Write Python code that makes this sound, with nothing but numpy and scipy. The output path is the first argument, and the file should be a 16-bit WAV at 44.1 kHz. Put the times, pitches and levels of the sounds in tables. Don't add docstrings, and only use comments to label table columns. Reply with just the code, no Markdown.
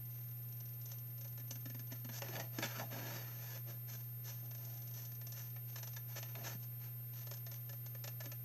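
import sys
import numpy as np
from scipy import signal
from scipy.fft import rfft, irfft
from scipy.io import wavfile

SR = 44100
rng = np.random.default_rng(int(sys.argv[2]) if len(sys.argv) > 2 else 0)


def dump(signal):
    limited = np.clip(np.atleast_2d(signal).T, -1, 1)
    pcm = np.round(limited * 32767).astype(np.int16)
    wavfile.write(sys.argv[1], SR, pcm)


N = 372204
TIME = np.arange(N) / SR

# [t/s, crunch level/dB, sheet response above the crunch/dB]
BITES = [(0.523, -49, -28), (0.602, -44.5, -20), (0.654, -49.5, -23), (0.688, -50, -26),
         (0.733, -51.5, -20), (0.812, -48, -25), (0.855, -41, -31), (0.886, -48, -32),
         (0.914, -39.5, -12.5), (0.982, -46, -33), (1.1775, -47.5, -14), (1.209, -41.5, -17),
         (1.244, -44.5, -6), (1.276, -46.5, -21), (1.3747, -44.5, -8), (1.397, -47, -8),
         (1.507, -31.5, -19), (1.554, -43, -10.5), (1.655, -40, -4.5), (1.698, -41, -9),
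         (1.7446, -44.5, -3.5), (1.792, -40, -10.5), (1.918, -41.5, -3), (2.045, -43.5, -0.5),
         (2.089, -44.5, 3.5), (4.509, -43, -8.5), (4.547, -43, -13), (4.649, -42.5, -20), (4.772, -44, -15),
         (4.938, -43, -29), (5.116, -46.5, -9), (5.211, -44.5, -8), (5.267, -39.5, -13), (5.32, -36.5, -29),
         (5.391, -40, -16), (5.5596, -50.5, 3.5), (5.757, -36.5, -4.5), (5.7817, -40, -10),
         (5.828, -35, -10), (5.872, -39, -10), (5.931, -43, -11), (5.963, -36.5, -6), (7.166, -48, -10),
         (7.213, -44.5, -11), (7.268, -39.5, -11), (7.311, -35, -9), (7.3364, -39, -22), (7.369, -43, -16),
         (7.4637, -40, -8.5), (7.514, -40.5, -12), (7.692, -40.5, -9.5), (7.728, -43, -9),
         (7.86, -41.5, -11), (7.947, -47, -3), (8.0393, -33.5, -9), (8.074, -35.5, -6), (8.203, -36.5, -4),
         (8.2364, -43.5, -6), (8.255, -39, -6), (8.316, -39, -5)]
# [start t/s, end t/s, faint bite level/dB, nominal main bending mode f/Hz, flexing above the sheet response/dB]
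CUTS = [(0.052, 1.39, -54, 576, -4.5), (1.376, 2.12, -51.5, 253.5, 1.5), (4.442, 5.6, -48.5, 700, -9),
        (5.66, 6.02, -59, 610, -32), (7.147, 8.35, -61, 597, -5)]
# [start t/s, attack/s, hold/s, release/s, hiss level/dB, sheet response above the hiss/dB, dull rustle level/dB]
MOVES = [(1.902, 0.014, 0.017, .1, -63.5, 5, -68), (2.098, 0.084, 0.01, 0.017, -52, -4.5, -72),
         (2.208, .015, 0.13, .05, -60.5, 6.5, -59), (2.314, 0.055, 0.034, 0.1, -59, 5.5, -47.5),
         (2.514, 0.037, 0.079, 0.061, -62.5, 3, -63), (2.582, .004, 0.0036, 0.028, -55, 7, -42),
         (2.615, 0.029, .007, 0.046, -47.5, 4, -55), (2.651, .015, .1, 0.051, -57.5, 7, -77),
         (2.776, .02, .005, 0.13, -56, 5, -51.5), (2.896, 0.033, 0.1, .05, -58.5, 7.5, -52.5),
         (3.01, 0.082, 0.057, 0.35, -55.5, 5.5, -54), (3.3, 0.26, 0.02, 0.044, -58, 1.5, -64),
         (3.655, 0.045, 0.0057, 0.087, -61, 1.5, -57.5), (3.868, 0.032, 0.036, 0.17, -58.5, -4, -69),
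         (4.229, 0.052, 0.022, 0.17, -56.5, -4.5, -76), (4.422, .025, .005, 0.056, -68, -6, -59),
         (4.56, 0.045, 0.11, 0.56, -65.5, -3.5, -66), (4.913, 0.082, 0.034, 0.13, -60, -6.5, -74),
         (5.311, 0.084, .005, 0.15, -59, -3, -81), (6.071, 0.028, 0.051, .04, -63, 0.5, -79),
         (6.151, 0.033, 0.0044, 0.016, -50, 2.5, -66), (6.214, 0.0085, 0.092, 0.061, -66, 2.5, -70),
         (6.339, .015, 0.07, 0.12, -64.5, 4, -54.5), (6.433, .035, 0.013, 0.042, -49.5, 3.5, -62),
         (6.489, .02, 0.033, 0.03, -56, 3, -59), (6.594, 0.026, 0.019, 0.054, -64.5, -7, -81),
         (6.777, 0.073, .015, .09, -68, 4.5, -71)]


def amp(db):
    return 10 ** (np.asarray(db) / 20)


def unit(x):
    return x / np.sqrt(np.mean(x ** 2) + 1e-20)


def add(mix, s, sound):
    part = mix[max(round(s * SR), 0):][:len(sound)]
    part += sound[:len(part)]


def colour(x, points, size=4096):
    hz, db = np.transpose(points)
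    bin_hz = abs(np.fft.fftfreq(size, 1 / SR))
    gain = amp(np.interp(np.log(bin_hz + 1), np.log(hz), db))
    spectrum = np.exp(np.conj(signal.hilbert(np.log(gain))))
    taps = np.fft.ifft(spectrum).real[:size // 2]
    return signal.oaconvolve(x, taps / np.linalg.norm(taps))[:len(x)]


def resonate(x, hz, width_hz):
    turn = np.exp(2j * np.pi * np.cumsum(hz * np.ones(N)) / SR)
    r = np.exp(-np.pi * width_hz / SR)
    gain = np.sqrt(2 * (1 - r * r) ** 3 / (1 + r * r))
    smooth = signal.lfilter([1], [1, -2 * r, r * r], x / turn)
    return gain * (turn * smooth).real


def drift(rate_hz):
    step = 64
    coarse = TIME[::step]
    hz = np.fft.rfftfreq(len(coarse), step / SR)
    noise = rfft(rng.standard_normal(len(coarse)))
    slow = irfft(noise * np.exp(-(hz / rate_hz) ** 2), len(coarse))
    return unit(np.interp(TIME, coarse, slow))


def fibres(per_s, spread_db):
    size = amp(spread_db * np.minimum(rng.exponential(1, N), 4))
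    polarity = rng.choice([-1., 1.], N)
    breaks = rng.random(N) < per_s / SR
    return unit(size * polarity * breaks)


def gesture(start, attack, hold, release):
    release_db = -23
    t = TIME[:SR]
    rise = np.sin(np.pi / 2 * np.minimum(t / attack, 1))
    fall = amp(release_db * np.maximum(t - attack - hold, 0) / release)
    return start, rise * fall


def effort(rows, levels_db):
    power = np.zeros(N)
    for row, db in zip(rows, levels_db):
        start, gain = gesture(*row[:4])
        add(power, start, (amp(db) * gain) ** 2)
    return np.sqrt(power)


def stroke(s, db):
    return amp(np.interp(TIME, s, db, left=-np.inf, right=-np.inf))


def snips(edge_db=-8, sheet_db=-8, sheet_lag=1.32):
    rise_s, bite_s = .0042, .0091
    edge, sheet = np.zeros(N), np.zeros(N)
    t = TIME[:SR // 8]
    swell = 1 - np.exp(-(t / rise_s) ** 2)
    age = t / bite_s
    for s, db, body_db in BITES + faint_bites():
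        start = s - rise_s / 2
        add(edge, start, amp(db + edge_db) * swell / (1 + age ** 3))
        add(sheet, start, amp(db + body_db + sheet_db) * swell / (1 + (age / sheet_lag) ** 3))
    return fibres(per_s=8000, spread_db=0.0) * np.array([edge, sheet])


def faint_bites(spread_db=2, jitter=.25):
    bites_per_s = 21
    sheet_response_db = -24
    strong = np.array(BITES)[:, 0]
    rows = []
    for start, end, db, _, _ in CUTS:
        for k, (late, size) in enumerate(rng.standard_normal((48, 2))):
            s = start + (k + jitter * late) / bites_per_s
            clear = np.min(abs(strong - s)) > .5 / bites_per_s
            if 0 < s < end and clear:
                rows.append((s, db + spread_db * size, sheet_response_db))
    return rows


def radiate(edge, sheet, blade_db=-5, direct_db=-2, coupling=0.1):
    # [f/Hz, level/dB]
    sheet_colour = [(60, -53), (130, -29), (230, -2), (430, -0.5), (630, 2), (750, -3), (870, 6.5),
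                    (1080, -7), (1400, 3.5), (1740, -3.5), (2030, -1), (2400, -0.5), (3200, -5),
                    (5000, -17.5)]
    # [f/Hz, level/dB]
    edge_colour = [(600, -4), (2000, -15.5), (2850, -6.5), (3650, -5.5), (4350, -5.5), (4850, -3),
                   (5500, 5.5), (6050, 4), (6700, -8), (7500, -9.5), (9000, -17), (12000, -20.5),
                   (15000, -49.5)]
    # [t/s, f/Hz]
    blade_pitch = [(0.8, 5850), (2.5, 6020), (5.9, 5890), (7.3, 6100), (8.1, 6030)]
    # [f/Hz, width/Hz, level/dB]
    resonances = [(1708, 245, -12), (1380, 79, -51), (2690, 87, -31), (3660, 150, -18.5), (4307, 450, -15)]
    blade = resonate(edge, np.interp(TIME, *np.transpose(blade_pitch)), width_hz=960)
    ring = np.zeros(N)
    for hz, width, db in resonances:
        moving_hz = hz * (1 + .035 * drift(rate_hz=14))
        strength = amp(db + 2 * drift(rate_hz=16))
        ring += strength * resonate(sheet + coupling * edge, moving_hz, width)
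    direct = colour(edge, edge_colour) + colour(sheet, sheet_colour)
    return amp(direct_db) * direct + amp(blade_db) * blade + ring


def bite_blows(lag_s=0.00304, knee_db=-45, wander=0.072):
    grips = 1 + wander * rng.standard_normal(len(BITES))
    blows = []
    for start, end, _, hz, flex_db in CUTS:
        for (s, db, body_db), grip in zip(BITES, grips):
            if start <= s < end:
                kick_db = min(db + body_db, knee_db) + flex_db
                blows.append((s + lag_s, kick_db, hz * grip))
    return blows


def bumps(level_db=-7):
    # [t/s, level/dB, main bending mode f/Hz]
    knocks = [(2.22, -42.5, 550), (2.29, -42.5, 354), (2.587, -31, 317), (2.642, -38.5, 223),
              (2.796, -40, 626), (3.022, -51, 335), (6.549, -42, 191), (8.262, -46, 289)]
    # [nominal multiple of the main mode, level/dB, t60/s]
    modes = [(.8, 4, 0.028), (1, 6.5, 0.077), (1.38, -6, 0.071), (2.2, -1.5, 0.024)]
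    out = np.zeros(N)
    t = TIME[:SR // 4]
    onset = 1 - np.exp(-t / .0015)
    blows = knocks + bite_blows()
    grips = rng.standard_normal((len(blows), len(modes)))
    for (s, db, hz), grip in zip(blows, grips):
        for (ratio, mode_db, t60), g in zip(modes, grip):
            mode_hz = hz * (ratio + .15 * (ratio - 1) * g)
            decay = amp(db + level_db + mode_db - 60 * t / t60)
            add(out, s, decay * onset * np.sin(2 * np.pi * mode_hz * t))
    return out


def snaps(edge_db=-7, sheet_db=-6, click_db=9):
    # [t/s, level/dB, crisp edge above the level/dB, decay time constant/s]
    buckles = [(2.22, -34, -1, 0.0037), (2.285, -43, -1, 0.0065), (2.355, -34, -12, 0.0041),
               (2.365, -34, -13, 0.004), (2.398, -35.5, -2.5, 0.011), (2.587, -36.5, 5.5, 0.0035),
               (2.625, -29.5, -9, 0.0085), (2.639, -34.5, 0, 0.0064), (2.795, -37.5, -7, 0.0066),
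               (2.812, -49.5, -14, 0.0074), (6.229, -34.5, -3, 0.0037), (6.353, -38, -11, 0.0046)]
    drive = np.zeros((2, N))
    t = TIME[:SR // 8]
    crackle = fibres(per_s=8200, spread_db=0.0)
    for s, db, crisp_db, decay in buckles:
        burst = crackle[round(s * SR):][:len(t)] * np.exp(-t / decay)
        burst[0] = amp(click_db)
        add(drive[0], s, amp(db + crisp_db + edge_db) * burst)
        add(drive[1], s, amp(db + sheet_db) * burst)
    return drive


def slides(hiss_db=1.5, sheet_db=-2, catch_db=2):
    db, body_db, _ = np.transpose(MOVES)[4:]
    edge = effort(MOVES, db + hiss_db)
    sheet = effort(MOVES, db + body_db + sheet_db)
    grain = fibres(per_s=14000, spread_db=-0.5) * amp(catch_db * drift(rate_hz=50))
    ticks = amp(-8) * fibres(per_s=110, spread_db=2.5)
    return unit(grain + ticks) * np.array([edge, sheet])


def bends(level_db=-7, shift=0.13):
    # [t/s, resonance f/Hz, level/dB]
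    swing = [(2.68, 1480, -70), (2.73, 1340, -61), (2.77, 1340, -56), (2.80, 1060, -58), (2.819, 770, -47),
             (2.85, 676, -65)]
    grain = fibres(per_s=1300, spread_db=1)
    gain = effort(MOVES, [row[-1] for row in MOVES])
    low = np.zeros(N)
    for hz, width, db in [(204.5, 160, 2.5), (330, 81, -0.5), (555, 360, 2.5)]:
        moving_hz = hz * (1 + shift * drift(rate_hz=2.8))
        low += amp(db) * resonate(grain, moving_hz, width)
    s, hz, db = np.transpose(swing)
    scrape = stroke(s, db) * resonate(grain, np.interp(TIME, s, hz), width_hz=240)
    return amp(level_db) * gain * low + scrape


def rubs(level_db=-3, catch_db=3):
    # [start t/s, attack/s, hold/s, release/s, hiss level/dB]
    closings = [(0.037, 0.13, 0.027, 0.21, -70), (0.808, 0.13, .02, 0.042, -65.5),
                (5.672, 0.014, 0.057, .4, -60), (7.119, 0.059, 0.031, .12, -58.5),
                (7.5, 0.045, .015, 0.06, -59.5)]
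    # [f/Hz, level/dB]
    steel_colour = [(3500, -8.5), (5200, -9), (6050, 1.5), (7000, -10), (7900, -15.5), (8800, -34),
                    (15000, -36)]
    gain = effort(closings, [row[-1] for row in closings])
    grain = unit(fibres(per_s=3600, spread_db=6) * amp(catch_db * drift(rate_hz=54)))
    return amp(level_db) * colour(grain * gain, steel_colour)


def room(x, wet_db=-9, t60=0.17, desk_db=-10):
    t = TIME[:SR // 2]
    echoes = rng.standard_normal(len(t)) * (rng.random(len(t)) < .1)
    tail = echoes * amp(-60 * t / t60) * (t > .005)
    taps = amp(wet_db) * tail / np.linalg.norm(tail)
    # delay/s, level before desk_db/dB
    for delay, db in [(.0017, -9.5), (.0031, -25.5), (.0074, -9)]:
        add(taps, delay, amp([desk_db + db]))
    return x + signal.oaconvolve(x, taps)[:N]


def electrics(hum_db=-49.0):
    hum_hz, whine_hz, whine_db = 120.0, 13221.8, -53.2
    mains = 2 * np.pi * hum_hz * TIME
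    turns = np.cumsum(whine_hz + 1.6 * drift(rate_hz=4)) / SR
    level = amp(whine_db + .15 * drift(rate_hz=40))
    ripple = 1 + .035 * np.cos(2 * mains)
    whine = level * np.sin(2 * np.pi * turns) * ripple
    return np.sqrt(2) * (amp(hum_db) * np.sin(mains) + whine)


def air(level_db=-64.5):
    # [f/Hz, level/dB]
    air_colour = [(20, -25), (48, -1.5), (70, 2), (110, 10.5), (160, 7), (260, 0), (500, -3.5),
                  (1000, -9.5), (2000, -10.5), (3700, -16), (6200, -13.5), (9000, -20.5), (13000, -17.5),
                  (15000, -26.5)]
    return amp(level_db) * colour(rng.standard_normal(N), air_colour)


def scene():
    edge, sheet = snips() + snaps() + slides()
    card = radiate(edge, sheet) + bumps() + bends()
    highpass = signal.butter(3, 130, "high", fs=SR, output="sos")
    card = signal.sosfilt(highpass, card)
    return (room(card + rubs()) + electrics() + air())[None]


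def record(dry):
    cut_hz = 15200
    taps = signal.firwin(511, cut_hz, window=("kaiser", 9), fs=SR)
    return signal.oaconvolve(dry, taps[None], "same")


dry = scene()
out = record(dry)
dump(out)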